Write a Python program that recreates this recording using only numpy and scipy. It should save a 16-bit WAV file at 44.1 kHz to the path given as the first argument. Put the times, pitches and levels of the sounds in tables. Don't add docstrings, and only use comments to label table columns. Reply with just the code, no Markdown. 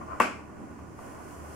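import sys
import numpy as np
from scipy import signal
from scipy.fft import rfft, irfft, next_fast_len
from scipy.io import wavfile

SR = 44100
rng = np.random.default_rng(int(sys.argv[2]) if len(sys.argv) > 2 else 0)


def generate_wav(signal):
    frames = np.transpose(np.atleast_2d(signal))
    scaled = np.clip(frames, -1, 1) * 32767
    pcm = np.round(scaled).astype(np.int16)
    wavfile.write(sys.argv[1], SR, pcm)


N = 68355
T = np.arange(N) / SR
RADIATE_HZ = 207


def from_db(db):
    return 10 ** (np.asarray(db) / 20)


def level(points):
    return from_db(np.interp(T, *np.transpose(points)))


def at_hz(points, hz):
    frequency_hz, value = np.transpose(points)
    return np.interp(np.log(hz + 1e-9), np.log(frequency_hz), value)


def decay(t60_s):
    return np.exp(-np.log(1000) * T / t60_s)


def pan(left_db):
    return from_db([[left_db], [-left_db]])


def impulses(times_s, level_db):
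    train = np.zeros(N)
    np.add.at(train, np.round(times_s * SR).astype(int), from_db(level_db))
    return train


def cut(x, order, corner_hz, kind):
    return signal.sosfilt(signal.butter(order, corner_hz, kind, fs=SR, output="sos"), x)


def convolve(x, response):
    return signal.fftconvolve(np.atleast_2d(x), response, axes=1)[:, :N]


def diffuse_noise(spectrum):
    # frequency_hz, correlation
    likeness = [(60, 0.16), (300, 0.58), (700, 0.024), (1100, 0.092), (2200, 0.37), (4500, 0.14),
                (8000, -0.21), (13000, 0.063)]
    size = next_fast_len(N)
    hz = np.arange(size // 2 + 1) * SR / size
    mid, side = rfft(rng.standard_normal((2, size)))
    alike = np.clip(at_hz(likeness, hz), -1, 1)
    stereo = np.sqrt(1 + alike) * mid + np.sqrt(1 - alike) * side * np.array([[1], [-1]])
    noise = irfft(stereo * from_db(at_hz(spectrum, hz)), size)[:, :N]
    return noise / np.std(noise)


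def background():
    # frequency_hz, relative_density_db
    tone_spectrum = [(20, -22), (35, -9.5), (52, -14), (72, 2), (100, 0.5), (160, 0), (230, 0.5),
                     (320, 1.5), (450, -6), (750, -33.5), (1500, -37), (16000, -71)]
    rush_spectrum = [(200, -2), (450, -1), (640, 3.5), (820, 2), (920, -1.5), (990, 5), (1080, 2),
                     (1180, 2), (1320, -7), (1470, 2), (1580, -10), (1800, -8), (2300, -15.5), (3000, -21),
                     (3700, -43), (16000, -75)]
    hiss_spectrum = [(500, 3.5), (2500, 4), (3300, -4.5), (3850, -5.5), (4700, -3), (6900, 1.5),
                     (8500, -2.5), (10500, -4.5), (11500, -12), (16000, -14)]
    # time_s, level_db
    rush_level = [(0, -48), (.2, -44.5), (.45, -51), (.62, -49.5), (.8, -51), (.95, -52), (1.02, -45.5),
                  (1.2, -46.5), (1.42, -47.5), (1.53, -46)]
    hiss_level = [(0, -61.5), (.19, -59), (.42, -65.5), (.7, -62.5), (.95, -62.5), (1.55, -66.5)]
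    tone = from_db(-47) * diffuse_noise(tone_spectrum) * pan(left_db=-0.57)
    rush = level(rush_level) * diffuse_noise(rush_spectrum) * pan(left_db=-1.5)
    hiss = level(hiss_level) * diffuse_noise(hiss_spectrum)
    return tone + rush + hiss


def hum():
    # time_s, level_db
    hum_level = [(0, -57), (.14, -50), (.26, -61), (.42, -59), (.6, -60), (.8, -54), (1.3, -68),
                 (1.38, -47.5), (1.55, -51)]
    pitch_hz, waver_hz = 76, 0.76
    waver = np.interp(T, np.linspace(0, T[-1], 20), rng.standard_normal(20))
    phase = 2 * np.pi * np.cumsum(pitch_hz + waver_hz * waver) / SR
    return np.sqrt(2) * level(hum_level) * np.sin(phase)


def late_hiss():
    # frequency_hz, relative_density_db
    spectrum = [(1500, -1.5), (3000, -1), (3850, -8), (4800, -3), (6800, 1), (10000, 0), (12000, -5),
                (16000, -13)]
    # time_s, level_db
    swell = [(.93, -75), (1.0, -60), (1.07, -58), (1.18, -60.5), (1.32, -56.5), (1.42, -58.5),
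             (1.53, -55.5)]
    return level(swell) * diffuse_noise(spectrum) * pan(left_db=1)


def finger_rub():
    # frequency_hz, relative_density_db
    spectrum = [(400, -26), (620, -8.5), (850, -31), (990, -10), (1050, 7), (1105, -6), (1175, 1.5),
                (1260, -12), (1450, -10), (1650, -23.5), (2500, -28), (3500, -60), (16000, -75)]
    # time_s, level_db
    strokes = [(0, -69), (.015, -35.5), (.036, -47), (.055, -63), (.09, -43.5), (.13, -34.5), (.165, -47.5),
               (.2, -47), (.23, -98)]
    return level(strokes) * diffuse_noise(spectrum) * pan(left_db=1.8)


def bumps():
    # centre_s, level_db, half_length_s
    swells = [(0.008, -45.5, 0.043), (0.622, -42, 0.041)]
    # frequency_hz, relative_density_db
    spectrum = [(100, -8.5), (230, 7.5), (320, 3), (430, -12), (780, -4), (1000, -20), (3000, -36),
                (16000, -80)]
    envelope = sum(from_db(db) * np.exp(-((T - centre_s) / half_s) ** 2) for centre_s, db, half_s in swells)
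    return envelope * diffuse_noise(spectrum)


def echoes(direct):
    # delay_s, gain_db
    paths = [(.0019, -10), (.0067, -25), (0.0101, -23)]
    return convolve(direct, impulses(*np.transpose(paths))[None])


def room(knocks):
    # frequency_hz, relative_density_db
    spectrum = [(100, -43), (170, -31), (205, -3), (290, -7.5), (420, -10), (600, 0.5), (800, -1.5),
                (980, -0.5), (1130, 2), (1270, -1), (1480, 1.5), (1750, -7.5), (2050, -7), (2450, -2),
                (2800, -10), (3150, -15), (3600, -22), (4100, -22.5), (5200, -21.5), (6200, -24.5),
                (7700, -21), (10000, -28), (12300, -30), (13500, -40), (16000, -46)]
    # upper_edge_hz, t60_s
    bands = [(450, 0.5), (1600, 0.34), (4000, 0.4), (9500, 0.42), (18000, 0.26)]
    delay_s, build_s, bass_limit_hz = 0.0012, 0.0088, 166
    rest, tail = diffuse_noise(spectrum), 0
    for edge_hz, t60_s in bands:
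        band = signal.sosfiltfilt(signal.butter(4, edge_hz, fs=SR, output="sos"), rest)
        rest = rest - band
        tail = tail + band * decay(t60_s)
    build_up = np.clip((T - delay_s) / build_s, 0, 1)
    response = cut(tail * build_up, 4, bass_limit_hz, "high")
    return from_db(-21) * pan(left_db=0.25) * convolve(knocks, response)


def ring(force, modes):
    vibration = 0
    for pitch_hz, level_db, t60_s in modes:
        radius = np.exp(-np.log(1000) / (t60_s * SR))
        angle = 2 * np.pi * pitch_hz / SR
        feedback = [1, -2 * radius * np.cos(angle), radius * radius]
        mode = signal.lfilter([0, radius * np.sin(angle)], feedback, force + 1e-18)
        vibration = vibration + from_db(level_db) * mode
    return vibration


def plastic(knocks, cracks, contact_hz, t60_scale=1):
    # pitch_hz, level_db, t60_s
    modes = [(232, -22.5, 0.068), (392, -31.5, 0.078), (480, -32.5, 0.1), (580, -59, .06),
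             (734, -35, 0.059), (914, -22.5, 0.064), (1040, -20.5, 0.023), (1158, -14.5, 0.04),
             (1350, -19.5, 0.025), (1740, -34, .014), (1870, -17.5, 0.0084), (2120, -33, .01),
             (2600, -23, .016)]
    # frequency_hz, relative_density_db
    crack_spectrum = [(1000, 7.5), (2800, 8), (3700, -16), (5200, -7), (8000, -2), (10000, -9), (12200, -3),
                      (13500, -34), (16000, -31)]
    force = cut(knocks + 1e-18, 5, contact_hz, "low")
    vibration = ring(force, np.array(modes) * [1, 1, t60_scale])
    body = cut(vibration, 6, RADIATE_HZ, "high")
    burst = from_db(-31.5) * diffuse_noise(crack_spectrum) * decay(t60_s=0.03)
    direct = pan(left_db=2.2) * body + pan(left_db=2) * convolve(cracks, burst)
    return direct + echoes(direct)


def taps():
    # start_s, level_db
    touches = [(0.393, -26), (0.7914, -26), (0.9908, -23.5)]
    start_s, level_db = np.transpose(touches)
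    knocks = impulses(start_s, level_db)
    return plastic(knocks, cracks=knocks, contact_hz=1320, t60_scale=0.52) + from_db(-24) * room(knocks)


def switch():
    # start_s, knock_db, crack_db
    contacts = [(0.1999, -13, -7), (0.2013, -8, 8), (0.2031, 1.5, -3), (0.2068, -2.5, -21)]
    # pitch_hz, level_db, t60_s
    long_modes = [(211, -33.5, 0.28), (244.4, -35, 0.28), (284.3, -39, 0.56), (375, -38, 0.48),
                  (505.3, -39, 0.2), (626.7, -35, 0.29), (900, -38.5, 0.27), (1045, -40, .3),
                  (1146, -33, 0.47), (1344, -47, 0.32), (1370, -44, 0.25), (1665, -50, 0.23),
                  (2266, -39, 0.33), (2424, -49, 0.34), (5360, -51, 0.41)]
    start_s, knock_db, crack_db = np.transpose(contacts)
    snap = plastic(impulses(start_s, knock_db), impulses(start_s, crack_db), contact_hz=2720)
    hardest = impulses(start_s[[np.argmax(knock_db)]], level_db=0)
    after_ring = cut(ring(hardest, long_modes), 4, RADIATE_HZ, "high")
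    return snap + room(hardest) + pan(left_db=0.5) * after_ring


def scene():
    return switch() + taps() + finger_rub() + bumps() + late_hiss() + hum() + background()


def record(dry):
    dip_hz, dip_q, dip_share, cutoff_hz = 3740, 4.45, 0.46, 15800
    dipped = dry - dip_share * signal.lfilter(*signal.iirpeak(dip_hz, dip_q, fs=SR), dry)
    return signal.sosfilt(signal.ellip(10, .1, 90, cutoff_hz, fs=SR, output="sos"), dipped)


dry = scene()
out = record(dry)
generate_wav(out)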